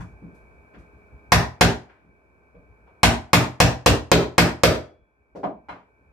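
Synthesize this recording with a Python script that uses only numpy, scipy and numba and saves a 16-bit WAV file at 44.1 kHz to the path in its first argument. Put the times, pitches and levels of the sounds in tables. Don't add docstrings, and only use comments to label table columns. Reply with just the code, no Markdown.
import sys
import numpy as np
from scipy import signal
from scipy.fft import rfft, irfft
from scipy.io import wavfile
from scipy.ndimage import uniform_filter1d
from numba import njit

SR = 44100
rng = np.random.default_rng(int(sys.argv[2]) if len(sys.argv) > 2 else 0)


def amplitude_ratio(level_db):
    exponent = np.asarray(level_db, float) / 20
    return 10 ** exponent


def transcribe(u):
    v = np.clip(np.atleast_2d(u).T, -1, 1)
    q = np.round(v * 32767).astype(np.int16)
    wavfile.write(sys.argv[1], SR, q)


N = 270112

# t/s, peak level/dB, table boom/dB, hollow box/dB, bright crack/dB
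BLOWS = [
    (1.32, 0, -7.5, -1, 2.5),
    (1.61, -1, -5.5, -1, 2.5),
    (3.032, 0.5, -4, -4.5, 3.5),
    (3.332, 1, -4.5, -3, 4),
    (3.602, -0.5, -6.5, -3, 3.5),
    (3.861, -2, -5.5, 1, 3.5),
    (4.116, 1.5, -8.5, 5.5, 1),
    (4.381, 0.5, -10, -2, 3),
    (4.635, 1.5, -11, 6.5, 4),
]
# f/Hz, side minus middle level/dB
ROOM_SIDE = [(60, 5), (150, -9), (300, -12.5), (600, -1), (1200, -2), (3000, 0.5), (14000, 1.5)]
HZ = np.maximum(np.arange(2049) * SR / 4096, 20)
OPPOSITE = np.array([[1], [-1]])
BASS_LEAD = 0.38
BLOW_EARLY_S = 0.0004


def on_log(points, hz):
    p = np.array(points)
    return np.interp(np.log(hz), np.log(p[:, 0]), p[:, 1])


def causal(db):
    cep = irfft(db * np.log(10) / 20)
    half = len(cep) // 2
    cep = np.r_[cep[0], 2 * cep[1:half], np.zeros(half)]
    return irfft(np.exp(rfft(cep)))[:half]


def band(x, lo_hz, hi_hz):
    return signal.sosfilt(signal.butter(2, [lo_hz, hi_hz], "band", fs=SR, output="sos"), x)


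def unit(x):
    return x / np.sqrt(np.sum(x ** 2))


def fade(t, t60):
    return np.exp(-np.log(1000) * t / t60)


def add(out, s, x):
    i = int(s * SR)
    out[..., i:i + x.shape[-1]] += x[..., :N - i]


def walk(rate):
    hold = int(SR / rate)
    steps = np.repeat(rng.standard_normal(500), hold)[:N]
    return 1.3 * uniform_filter1d(steps, hold)


def ducking():
    rest_db, duck_db, deepest_db = 11, 5.5, 19
    sink_s, recover_s = 0.13, 1.3
    since = np.maximum(np.arange(N) / SR - np.array(BLOWS)[:, :1], 0)
    dips = np.exp(-since / recover_s) * (1 - np.exp(-since / sink_s))
    drop = duck_db * np.sum(dips, axis=0)
    return rest_db - deepest_db * np.tanh(drop / deepest_db)


def rumble():
    # t/s, level/dB
    footsteps = [(0.0, -34), (0.15, -48), (0.251, -48), (0.796, -47.5), (0.96, -49.5), (1.15, -47.5),
                 (1.291, -52), (2.1, -61), (2.58, -56), (2.65, -61.5), (2.829, -64), (5.018, -56.5),
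                 (5.47, -56.5), (5.71, -59), (6.1, -59.5)]
    building_db, swell_s = -69.5, 0.026
    t = np.arange(N) / SR
    turn = 2 * np.pi * np.cumsum(62 + 5 * walk(42)) / SR
    hum = np.sin(turn + BASS_LEAD * OPPOSITE) * amplitude_ratio(1.3 * walk(29))
    low = band(rng.standard_normal(N), 49, 140)
    steps = sum(amplitude_ratio(db) * np.exp(-((t - s) / swell_s) ** 2) for s, db in footsteps)
    steady = amplitude_ratio(building_db + ducking() + 3.1 * walk(16))
    return (hum + 0.43 * low / np.std(low)) * (steps + steady)


def fan():
    # f/Hz, level/dB per Hz
    air_colour = [(53, -25), (90, -3), (145, -21), (176, -10), (239, -11), (385, -11.5), (410, -9.5),
                  (467, -12), (647, -15.5), (1410, -23.5), (1570, -24), (2090, -37.5), (2380, -19.5),
                  (2830, -44.5), (16000, -55)]
    # f/Hz, level/dB
    whine_lines = [(414.5, -76.5), (635.2, -80), (877.5, -79), (1044, -83), (1464, -90.5), (1545, -72),
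                   (2245, -88), (2293, -75), (2358, -79), (2433, -82.5), (2498, -83.5), (2552, -87.5)]
    air_db = -70
    hz = np.maximum(np.fft.rfftfreq(N, 1 / SR), 20)
    mid, side = irfft(rfft(rng.standard_normal((2, N))) * amplitude_ratio(on_log(air_colour, hz)), N)
    side = irfft(rfft(side) * amplitude_ratio(on_log(ROOM_SIDE, hz)), N)
    air = np.array([mid + side, mid - side]) * amplitude_ratio(air_db) / np.std(mid)
    t = np.arange(N) / SR
    for f, db in whine_lines:
        wobble = np.cumsum(3.2 * walk(50)) / SR
        start = rng.random((2, 1)) * min(f / 2000, 1)
        phase = 2 * np.pi * (f * t + wobble + start)
        air += amplitude_ratio(db - 1.5 + 2.2 * walk(74)) * np.sin(phase)
    return air * amplitude_ratio(ducking())


def room():
    # f/Hz, t60/s
    echo_t60 = [(60, 0.23), (130, 0.47), (350, 0.45), (920, 0.37), (2400, 0.29), (6400, 0.27),
                (14000, 0.18)]
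    t = np.arange(SR) / SR
    cuts = 40 * 2 ** np.arange(0, 9, .5)
    tail = 0
    for lo, hi in zip(cuts[:-1], cuts[1:]):
        mid, side = band(rng.standard_normal((2, SR)), lo, hi)
        t60 = on_log(echo_t60, lo)
        wide = amplitude_ratio(on_log(ROOM_SIDE, max(lo, 150))) * OPPOSITE
        decay = fade(t, t60) + 3.8 * fade(t, 0.54 * t60)
        tail = tail + (mid + wide * side) * decay / np.sqrt(t60) * min(lo / 180, 1)
    tail = unit(tail * (1 - np.exp(-t / 0.0046)))
    tail[:, 0] -= amplitude_ratio(-21)
    return tail * amplitude_ratio(np.array([[.4], [-.4]]))


def wood():
    # f/Hz, level/dB, t60/s
    box_notes = [(295, -16, 0.27), (336.1, -14.5, 0.23), (419.3, -14, 0.18), (474.6, -7.5, 0.087),
                 (536, -0.5, 0.08), (628, -13.5, 0.22), (699.6, -0.5, 0.047), (879, -2, 0.045),
                 (926, -6, 0.08), (1042, -4.5, 0.081), (1095, -3, 0.031), (2130, -8.5, 0.1),
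                 (5030, 3, 0.0068), (6780, -1, 0.031)]
    # f/Hz, level/dB, t60/s, split/Hz
    boom_pairs = [(62, -1.5, 0.27, 11), (82.1, -11.5, .4, 8), (98.73, 0.5, 0.22, 7.2),
                  (123.3, -4.5, 0.31, 7.6), (169.4, 1, 0.22, 7.7), (228.3, -8.5, 0.26, 12)]
    t = np.arange(SR // 2) / SR
    lead = rng.uniform(-1.3, 1, (len(box_notes), 2, 1))
    box = 0
    for (hz, db, t60), p in zip(box_notes, lead):
        box = box + amplitude_ratio(db) * np.sin(2 * np.pi * hz * t + .7 * p) * fade(t, t60)
    boom = 0
    for hz, db, t60, split_hz in boom_pairs:
        turn = 2 * np.pi * hz * t + BASS_LEAD * 65 / hz * OPPOSITE
        beat = np.pi * split_hz * t
        pair = np.sin(turn + beat) - .7 * np.sin(turn - beat)
        boom = boom + amplitude_ratio(db) * pair * fade(t, t60)
    return amplitude_ratio(-37.5) * box * (1 - np.exp(-t / .002)) + amplitude_ratio(-40.5) * boom


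def contact(length, rattle_db, size):
    rattle = rng.standard_normal(size) * np.exp(-np.arange(size) / SR / length)
    return np.r_[1, amplitude_ratio(rattle_db) * unit(rattle)]


def taps(rows, below, above):
    out = np.zeros(N)
    for s, db, hz, length in rows:
        octaves = np.abs(np.log2(HZ / hz))
        colour = -np.where(HZ < hz, below, above) * octaves ** 2 / (octaves + 0.18)
        push = contact(length, -2, size=8000)
        add(out, s, amplitude_ratio(db + 38) * unit(signal.fftconvolve(push, causal(colour))))
    return out


def handling():
    # t/s, level/dB, centre f/Hz, contact
    # length/s
    thuds = [
        (0.002, -38, 122, 0.014),
        (0.221, -40, 170, 0.032),
        (0.738, -49.5, 173, 0.026),
        (2.047, -58.5, 180, .04),
        (2.540, -56.5, 180, 0.012),
        (5.434, -32, 237, 0.01),
        (5.688, -47, 196, 0.022),
    ]
    # t/s, level/dB, centre f/Hz, contact length/s
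    knocks = [
        (0.343, -65.5, 500, 0.046),
        (2.545, -55.5, 479, 0.008),
        (5.351, -38.5, 390, 0.013),
        (5.377, -43.5, 387, 0.012),
        (5.433, -29, 646, 0.012),
        (5.686, -40.5, 920, 0.041),
    ]
    # t/s, level/dB, centre f/Hz, contact
    # length/s
    scuffs = [
        (0.001, -48.5, 1190, 0.0067),
        (0.002, -66.5, 6800, 0.045),
        (0.345, -78, 8950, 0.066),
        (0.74, -59, 1500, 0.04),
        (0.785, -78, 7000, .04),
        (1.892, -60, 1512, 0.079),
        (2.870, -60.5, 920, 0.11),
        (5.357, -69.5, 5000, 0.035),
        (5.434, -56, 1800, 0.032),
        (5.687, -50.5, 1900, 0.046),
    ]
    return taps(thuds, 21, 16) + taps(knocks, 8.1, 17.7) + taps(scuffs, 2.5, 17)


def steel():
    # t/s, f/Hz, level/dB, t60/s
    head_notes = [
        (3.034, 3370, -58, .6),
        (4.636, 3370, -48, .6),
        (5.690, 4060, -53, .17),
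    ]
    out, t = np.zeros(N), np.arange(SR) / SR
    for s, hz, db, t60 in head_notes:
        note = np.sin(2 * np.pi * hz * t) * fade(t, t60)
        add(out, s, amplitude_ratio(db) * note * (1 - np.exp(-t / .005)))
    return out


def cracks():
    out, t = np.zeros((2, N)), np.arange(600) / SR
    burst = np.exp(-t / .0015) * (1 - np.exp(-t / .0005))
    for s, db in np.array(BLOWS)[:, :2]:
        mid, side = rng.standard_normal((2, len(t))) * burst
        chatter = np.array([mid + .6 * side, mid - .6 * side])
        add(out, s - BLOW_EARLY_S, amplitude_ratio(db - 3.5) * band(chatter, 3800, 8500))
    return out


def hammer():
    # f/Hz, level/dB per Hz
    blow_colour = [(30, -25.5), (60, -5.5), (160, -1), (300, -3.5), (700, -4.5), (1200, -7), (2200, -8),
                   (4500, -18), (8000, -25.5), (11000, -33), (15000, -29.5), (16800, -59.5)]
    overdrive_db, spot_db = 6, 1.8
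    out, octaves = np.zeros(N), np.log2(HZ)
    hollow = np.exp(-((octaves - np.log2(460)) / .5) ** 2)
    hollow = hollow - .45 * np.exp(-((octaves - np.log2(800)) / .25) ** 2)
    for s, db, boom_db, hollow_db, crack_db in BLOWS:
        push = np.r_[amplitude_ratio(-18), np.zeros(52), contact(.014, -7, size=3000)]
        tilt = [(110, boom_db), (170, -6), (300, 0.7), (2000, -1.36), (5000, crack_db)]
        spot = np.interp(octaves, np.arange(8, 14, .2), rng.standard_normal(30)) * (HZ > 250)
        colour = on_log(blow_colour, HZ) + on_log(tilt, HZ)
        colour = colour + hollow_db * hollow + spot_db * spot
        blow = unit(np.convolve(push, causal(colour)))
        add(out, s - BLOW_EARLY_S, amplitude_ratio(db + overdrive_db + 23.5) * blow)
    return out


def scene():
    blows, soft = hammer(), handling()
    tap_ring_db, tap_direct_db = -16.5, -13
    wet = signal.fftconvolve((blows + soft)[None], room(), axes=1)[:, :N]
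    ring = signal.fftconvolve((blows + amplitude_ratio(tap_ring_db) * soft)[None], wood(), axes=1)[:, :N]
    return wet + ring + amplitude_ratio(tap_direct_db) * soft + cracks() + steel() + fan() + rumble()


@njit
def limiter(x, top, attack, release):
    out, e = np.empty_like(x), 0.
    for i in range(x.shape[1]):
        a = max(abs(x[0, i]), abs(x[1, i]))
        e += (a - e) * (attack if a > e else release)
        out[:, i] = x[:, i] * min(1., top / (e + 1e-9))
    return out


def roll_off(x):
    return signal.sosfilt(signal.butter(12, 16750, fs=SR, output="sos"), x)


def record(dry):
    attack_s, release_s = 0.00058, 0.054
    held = limiter(dry, 0.57, 1 / (attack_s * SR), 1 / (release_s * SR))
    rounded = np.tanh(held * 1.091)
    top_cut = signal.butter(12, 15000, fs=SR, output="sos")
    return roll_off(signal.sosfilt(top_cut, rounded))


dry = scene()
out = record(dry)
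transcribe(out)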